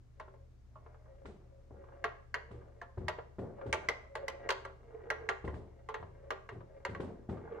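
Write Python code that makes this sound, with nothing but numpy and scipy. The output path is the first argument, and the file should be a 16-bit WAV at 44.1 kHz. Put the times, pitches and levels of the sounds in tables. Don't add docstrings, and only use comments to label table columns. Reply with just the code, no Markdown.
import sys
import numpy as np
from scipy import signal
from scipy.fft import rfft, irfft
from scipy.io import wavfile

SR = 44100
rng = np.random.default_rng(int(sys.argv[2]) if len(sys.argv) > 2 else 0)


def output_pcm(signal):
    pcm = np.clip(np.atleast_2d(signal).T, -1, 1) * 32767
    wavfile.write(sys.argv[1], SR, np.round(pcm).astype(np.int16))


N = 335160
TIME = np.arange(N) / SR
RING_TIME = np.arange(5 * 2 ** 12) / SR

# (time [s], wall level [dB], board level [dB], favoured low board mode [Hz],
# favoured upper board mode [Hz], wall pitch [Hz], clack over shared wall ring [dB], contact tick level [dB])
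WALL_KNOCKS = [(0.198, -51, -41.5, 631.5, 1085, 1453, -10, -67),
               (0.756, -77.5, -49.5, 630, 1070, 1770, 2, -88.5), (2.041, -32, -31, 701, 1093, 1710, 0, -47),
               (2.342, -31.5, -38, 665, 979, 1680, -3, -45.5),
               (2.815, -45, -44.5, 696, 986, 1716, 19, -66.5),
               (3.082, -35, -31.5, 618, 1018, 1911, -11, -42.5),
               (3.727, -30, -33, 596, 860, 2300, -0.5, -38.5),
               (3.737, -38, -33.5, 618, 1140, 2020, 2, -45.5), (3.887, -27, -34, 460, 1080, 2040, 13, -40),
               (4.153, -41, -36.5, 620, 857, 2000, -5, -53.5),
               (4.281, -36.5, -39, 454, 1070, 2033, 13, -44.5),
               (4.49, -33, -29, 528, 1143, 2110, -1.5, -41), (4.504, -32.5, -32, 550, 1000, 1550, 8, -36),
               (4.65, -46.5, -40.5, 530, 1142, 1580, -3, -62), (5.102, -30, -34, 428, 1157, 1660, -9, -46),
               (5.289, -29.5, -29, 430, 1154, 1900, 2, -44), (5.477, -47, -42, 405, 1055, 1930, 5.5, -70),
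               (5.888, -50.5, -35.5, 445, 1055, 2000, 14, -59.5),
               (5.942, -41.5, -36.5, 544, 1000, 1680, -6, -55),
               (6.305, -38.5, -32.5, 426, 1092, 1690, -6, -48.5),
               (6.49, -47, -44.5, 453, 1125, 1911, -4, -65), (6.85, -37, -34, 546, 979, 1610, 2, -49.5),
               (6.949, -46, -43.5, 428, 1128, 1930, 0.5, -66.5)]
# (time [s], level [dB])
SOFT_TAPS = [(0.28, -41.5), (0.339, -48), (0.862, -41.5), (0.943, -46.5), (1.06, -51), (1.838, -44),
             (1.885, -44.5), (1.933, -56), (3.185, -28), (3.612, -34), (4.697, -41), (4.829, -51),
             (4.919, -52), (6.027, -33), (6.605, -39), (7.371, -38.5), (7.521, -37)]
# (start [s], end [s], level at full speed [dB],
# board mode favoured along the way [Hz], rattle over murmur [dB])
BALL_RUNS = [(0.103, 0.262, -61.5, 534, -28), (.68, 0.967, -58.5, 624, -16.5), (.97, 1.16, -61, 540, -11),
             (1.287, 1.51, -65, 538, -16), (1.683, 1.8, -57.5, 562, -15.5), (1.792, 1.97, -56, 544, -5.5),
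             (2.286, 2.648, -55, 486, -14.5), (2.6, 2.73, -61, 647, -15), (2.926, 3.11, -57, 440, -10),
             (3.429, 3.64, -47.5, 585, -14), (3.619, 3.833, -49.5, 618, -5),
             (4.053, 4.497, -45.5, 520, -18), (4.719, 5.1, -50.5, 449, -14), (5.095, 5.235, -52, 443, -3),
             (5.361, 5.905, -58.5, 528, -17), (6.0, 6.26, -55, 554, -30), (6.586, 6.8, -55.5, 542, -20),
             (6.855, 7.097, -54.5, 485, -23), (7.229, 7.56, -49, 440, -9.5)]
# (time [s], thud level [dB], thud pitch [Hz], boom level [dB], scrape level [dB])
FRAME_THUMPS = [(1.25, -50, 310, -59, -52.5), (1.705, -54.5, 380, -62, -85),
                (2.506, -52.5, 368, -57, -58.5), (2.972, -44, 373, -44, -61),
                (3.384, -39, 457, -50.5, -57.5), (3.657, -43, 384, -47.5, -56),
                (5.441, -41, 432, -46.5, -53.5), (5.535, -49, 117, -50.5, -55),
                (5.996, -55.5, 447, -54, -66), (6.52, -49.5, 400, -54.5, -64),
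                (6.888, -46, 166, -50, -55.5), (6.997, -39, 250, -51, -48.5), (7.288, -39, 250, -45, -54.5)]
# (frequency [Hz], level [dB], nominal t60 [s])
BOARD_MODES = [(388.9, -8, 0.49), (442.2, 2, 0.17), (462.6, 2, 0.077), (534.8, -8, 0.069), (553, 3, 0.11),
               (620.3, -1, 0.15), (691, -3, 0.097), (750, -13.5, 0.051), (811, -9.5, 0.13),
               (873.7, -3.5, 0.13), (974, -3.5, 0.13), (1049, -3.5, 0.12), (1126, -1.5, 0.1),
               (1182.4, -5, 0.094), (1298, -8.5, 0.12), (1390, -6.5, 0.15)]
# (frequency [Hz], level [dB], nominal t60 [s])
WALL_MODES = [(1559, -4.5, 0.057), (1619, 2.5, 0.04), (1743, -0.5, 0.031), (1909, -1.5, 0.076),
              (1955, -4.5, 0.035), (2125, 5, 0.023), (2221, -7.5, 0.028), (2767, -5, 0.026),
              (3050, -18.5, 0.028)]
# (frequency [Hz], level [dB], t60 [s])
BOX_MODES = [(73.9, 2, 0.29), (91.1, -3, 0.4), (115.4, 0.5, 0.29), (155.6, -11.5, 0.48)]
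# (frequency [Hz], level [dB])
GRAIN_SPECTRUM = [(150, -25), (300, -6), (430, 6), (1200, 1), (2100, -7.5), (2450, -13), (3000, -14),
                  (4300, -23), (6000, -49.5)]
# (frequency [Hz], level [dB])
TICK_SPECTRUM = [(1200, -26.5), (2400, 4), (2900, 4.5), (3500, -5), (4100, -0.5), (5000, -5), (7000, -6),
                 (9000, -18.5), (12000, -22), (15500, -38.5)]
# (frequency [Hz], level [dB])
THUD_SPECTRUM = [(60, -45), (130, -7), (200, 0), (290, -6.5), (380, -1), (560, -9.5), (800, -13.5),
                 (1100, -20.5), (2000, -35), (3000, -63)]
# (frequency [Hz], level [dB])
SCRAPE_SPECTRUM = [(1200, 19), (2500, 12.5), (3700, 9), (6000, 1.5), (9000, 0.5), (11000, -26.5),
                   (15000, -58)]
# (frequency [Hz], gain [dB])
CONTACT_FILTER = [(150, -13.5), (400, -4), (560, 1), (750, -4.5), (1100, -10), (1900, -9), (2800, -14),
                  (9000, -30.5)]
# (frequency [Hz], gain [dB])
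RATTLE_FILTER = [(300, -27), (600, -2), (1000, 3.5), (1700, -5), (2200, -11), (5000, -31.5)]
# (frequency [Hz], gain [dB])
LANDING_FILTER = [(1200, -1), (2000, -5), (3000, -7.5)]
# (frequency [Hz], level [dB])
AIR_SPECTRUM = [(15, -30.5), (35, -22.5), (75, -6.5), (130, -12), (170, -18), (500, -28.5), (800, -34),
                (1700, -40), (3000, -46.5), (6500, -48.5), (10000, -58), (15500, -64.5)]
# (frequency [Hz], mean level [dB])
HUM_TONES = [(35.5, -64), (70, -61.5), (119, -65)]

AIR_DB, HUM_WAVER_DB = -64, 2
TOP_HZ = 15750
JOLT_DB = -2.5
SETTLE_S, SETTLE_THUD_DB, SETTLE_BOOM_DB = .034, -6.5, 4.5
BOX_SCATTER_DB = 3
COAST_S = .14
BUMPS_PER_S = 600
NODE_SWING_DB, PLACE_LIFT_DB = 6, 12
PLACE_WIDTH = .1
PATTER_T60_S, PATTER_DB = .05, -11
RATTLES_PER_S, RATTLE_SCATTER_DB = 70, 4
CRACK_DB, BENDING_DB = -24, -10
UPPER_LIFT_DB, GRAIN_DB, TICK_RIPPLE_DB = 10, -9, 3.5


def undb(db):
    return 10 ** (np.asarray(db) / 20)


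def unit(x):
    return x / np.sqrt(np.mean(x ** 2))


def blow(x, db):
    return x * undb(db) / np.sqrt(np.sum(x ** 2) / (2 * .03 * SR))


def add(track, sound, s):
    start = int(s * SR)
    track[:, start:start + sound.shape[1]] += sound[:, :N - start]


def pan(x, db):
    return x * undb(np.array([[db], [-db]]) / 2)


def colour(x, points):
    hz, db = np.transpose(points)
    f = np.maximum(np.fft.rfftfreq(x.shape[-1], 1 / SR), 1)
    gain = undb(np.interp(np.log(f), np.log(hz), db))
    return irfft(rfft(x) * gain, x.shape[-1])


def noise(points, side_db, size):
    mid, side = rng.standard_normal((2, size))
    opposed = side * np.array([[1], [-1]])
    return unit(colour(mid + undb(min(side_db, -1)) * opposed, points))


def walk(rate):
    count = int(rate * N / SR) + 2
    return np.interp(TIME, np.linspace(0, N / SR, count), rng.standard_normal(count))


def nearness(hz, centre_hz, width):
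    return np.exp(-(np.log(hz / centre_hz) / width) ** 2)


def fade(t60):
    return np.exp(-np.log(1000) * RING_TIME / t60)


def swell(rise_s):
    return 1 - np.exp(-RING_TIME / rise_s)


def burst(points, t60, rise_s, side_db):
    return noise(points, side_db, size=len(RING_TIME)) * fade(t60) * swell(rise_s)


def ring(modes, scatter_db, spread):
    out = np.zeros((2, len(RING_TIME)))
    for hz, db, t60 in modes:
        size, sign, detune, ear = rng.standard_normal(4)
        t = RING_TIME[:int(t60 * SR)]
        mode_hz = hz * (1 + .005 * detune)
        wave = np.exp((2j * np.pi * mode_hz - np.log(1000) / t60) * t)
        ears = np.exp(1j * spread * ear * np.array([[1], [-1]]))
        gain = np.sign(sign) * undb(db + scatter_db * size)
        out[:, :len(t)] += gain * (ears * wave).imag
    return out


def room_tone():
    hum = 0
    for hz, db in HUM_TONES:
        level = undb(db + HUM_WAVER_DB * walk(25)) * np.sqrt(2)
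        hum = hum + level * np.sin(2 * np.pi * hz * TIME + 2.6 * walk(3.8))
    air = noise(AIR_SPECTRUM, side_db=-1, size=N) * undb(AIR_DB)
    return pan(hum + air, db=1.5)


def reverb(x, t60, wet_db):
    absorption = [(100, -9), (500, 4), (3000, -1.5), (7500, -4.5), (11000, -13.5)]  # (Hz, dB)
    tail = colour(rng.standard_normal((2, len(RING_TIME))), absorption)
    tail = tail * fade(t60) * np.clip(RING_TIME / .0013 - 1, 0, 1)
    tail = tail * undb(wet_db) / np.sqrt(np.sum(tail[0] ** 2))
    return signal.fftconvolve(x, tail, axes=1)[:, :N]


def box_boom(spread, rise_s, db):
    modes = ring(BOX_MODES, scatter_db=BOX_SCATTER_DB, spread=spread)
    return blow(modes * swell(rise_s), db)


def thumps():
    out = np.zeros((2, N))
    for s, thud_db, thud_hz, boom_db, scrape_db in FRAME_THUMPS:
        wood = [(f, db + 5 * nearness(f, thud_hz, width=.32)) for f, db in THUD_SPECTRUM]
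        jolt = blow(burst(wood, t60=.084, rise_s=.0022, side_db=-17.5), thud_db + JOLT_DB)
        stutter = undb(1.5 * walk(90)[:len(RING_TIME)])
        judder = blow(burst(wood, t60=.63, rise_s=.027, side_db=-11.5) * stutter, thud_db - 1.5)
        boom = box_boom(spread=.065, rise_s=.0097, db=boom_db + 6)
        slip = blow(burst(GRAIN_SPECTRUM, t60=.028, rise_s=.0029, side_db=1), scrape_db - 2)
        scrape = blow(burst(SCRAPE_SPECTRUM, t60=.39, rise_s=.002, side_db=-2), scrape_db - 7.5)
        settle = blow(burst(wood, t60=.15, rise_s=.0018, side_db=-10), thud_db + SETTLE_THUD_DB)
        settle = settle + box_boom(spread=.06, rise_s=.017, db=boom_db + SETTLE_BOOM_DB)
        add(out, pan(jolt + judder + boom, db=1), s)
        add(out, slip + scrape, s + .0053)
        add(out, pan(settle, db=1.5), s + SETTLE_S)
    return out


def motion():
    t = TIME[::100]
    start, end, db, hz, rattle_db = np.transpose(BALL_RUNS)[:, :, None]
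    gathering = np.clip((t - start) / (end - start), 0, 1)
    speed = gathering * np.exp(-np.maximum(t - end, 0) / COAST_S)
    gains = undb(db) * speed + 1e-9
    share = gains / gains.sum(axis=0)
    curves = gains.max(axis=0), (hz * share).sum(axis=0), (rattle_db * share).sum(axis=0)
    return [np.interp(TIME, t, curve) for curve in curves]


def rattle():
    scatter_db = RATTLE_SCATTER_DB * np.clip(rng.standard_normal(N), -2, 2)
    taps = (rng.random(N) < RATTLES_PER_S / SR) * undb(scatter_db)
    strips = unit(ring(WALL_MODES[1:3], scatter_db=5, spread=.5))
    dry_tap = unit(burst(GRAIN_SPECTRUM, t60=.04, rise_s=.0005, side_db=1))
    train = signal.fftconvolve(taps[None], .5 * strips + dry_tap, axes=1)[:, :N]
    return unit(colour(train, RATTLE_FILTER))


def rolling():
    loudness, place_hz, rattle_db = motion()
    bumps = rng.standard_normal(N) * (rng.random(N) < BUMPS_PER_S / SR)
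    bumps = bumps * undb(4 * np.tanh(walk(30)))
    modal = 0
    for hz, db, t60 in BOARD_MODES + WALL_MODES:
        pole = np.exp((2j * np.pi * hz - np.log(1000) / (.9 * t60)) / SR)
        node_db = NODE_SWING_DB * np.tanh(walk(10))
        place_db = PLACE_LIFT_DB * nearness(hz, place_hz, PLACE_WIDTH)
        mode = signal.lfilter([1], [1, -pole], bumps) * undb(db + node_db + place_db)
        ears = np.exp(.45j * rng.standard_normal() * np.array([[1], [-1]]))
        modal = modal + (mode * ears).imag
    tap = burst(GRAIN_SPECTRUM, t60=PATTER_T60_S, rise_s=.0013, side_db=2.5)
    patter = signal.fftconvolve(bumps[None], tap, axes=1)[:, :N]
    murmur = unit(colour(unit(modal) + undb(PATTER_DB) * unit(patter), CONTACT_FILTER))
    return (murmur + undb(rattle_db) * rattle()) * loudness


def rebound(x, gap_s, db):
    lag = int(gap_s * SR * (.5 + rng.random()))
    return x + undb(db) * np.pad(x, ((0, 0), (lag, 0)))[:, :x.shape[1]]


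def favour(modes, hz, lift_db):
    return [(f, db + lift_db * nearness(f, hz, width=.035), t60) for f, db, t60 in modes]


def ripple(points, depth_db):
    hz, db = np.transpose(points)
    grid = np.geomspace(hz[0], hz[-1], 32)
    smooth_db = np.interp(np.log(grid), np.log(hz), db)
    return list(zip(grid, smooth_db + depth_db * rng.standard_normal(len(grid))))


def hop(db):
    modes = unit(ring(BOARD_MODES + WALL_MODES[:3], scatter_db=4, spread=.96) * swell(.0009))
    grain = unit(burst(GRAIN_SPECTRUM, t60=.054, rise_s=.001, side_db=-9)) * undb(-2)
    tap = rebound(modes + grain, gap_s=.0076, db=-13.5)
    return blow(colour(tap, LANDING_FILTER), db - 16.5)


def knock(wall_db, board_db, board_hz, upper_hz, wall_hz, clack_db, tick_db):
    low_modes = favour(BOARD_MODES[:7], board_hz, lift_db=19.5)
    bending = ring(low_modes, scatter_db=6.5, spread=.28)
    deep = blow(bending * swell(.0076), board_db + BENDING_DB)
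    upper_modes = favour(BOARD_MODES[7:], upper_hz, lift_db=UPPER_LIFT_DB)
    upper = ring(upper_modes, scatter_db=3.5, spread=.67)
    board = blow(upper * swell(.00054), board_db - 7.5)
    shared = unit(ring(WALL_MODES, scatter_db=0, spread=.18))
    clack = unit(ring([(wall_hz, 0, .018)], scatter_db=0, spread=.11)) * undb(clack_db)
    wall = blow((shared + clack) * swell(.0011), wall_db - 5.5)
    crack = blow(burst(GRAIN_SPECTRUM, t60=.0026, rise_s=.00024, side_db=-15.5), wall_db + CRACK_DB)
    hardness_db = tick_db - wall_db + 23
    dense = [(f, db + .39 * hardness_db * (f > 2300) + 3 * nearness(f, wall_hz, width=.13))
             for f, db in GRAIN_SPECTRUM]
    grain = blow(burst(dense, t60=.12, rise_s=.0066, side_db=-5.5), (board_db + wall_db) / 2 + GRAIN_DB)
    spot = ripple(TICK_SPECTRUM, depth_db=TICK_RIPPLE_DB)
    contact = burst(spot, t60=.036, rise_s=.00051, side_db=-2)
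    tick = blow(rebound(contact, gap_s=.012, db=-14.5), tick_db - 3.5)
    return deep + board + wall + crack + grain + tick


def knocks():
    out = np.zeros((2, N))
    for s, *contact in WALL_KNOCKS:
        add(out, knock(*contact), s)
    for s, db in SOFT_TAPS:
        add(out, hop(db), s)
    return out


def scene():
    game = thumps() + rolling() + knocks()
    left, right = game + reverb(game, t60=.44, wet_db=-14.5)
    return room_tone() + np.array([np.roll(left, 1), right])


def record(dry):
    low_pass = signal.ellip(8, .2, 70, TOP_HZ, fs=SR, output="sos")
    return signal.sosfilt(low_pass, dry)


dry = scene()
out = record(dry)
output_pcm(out)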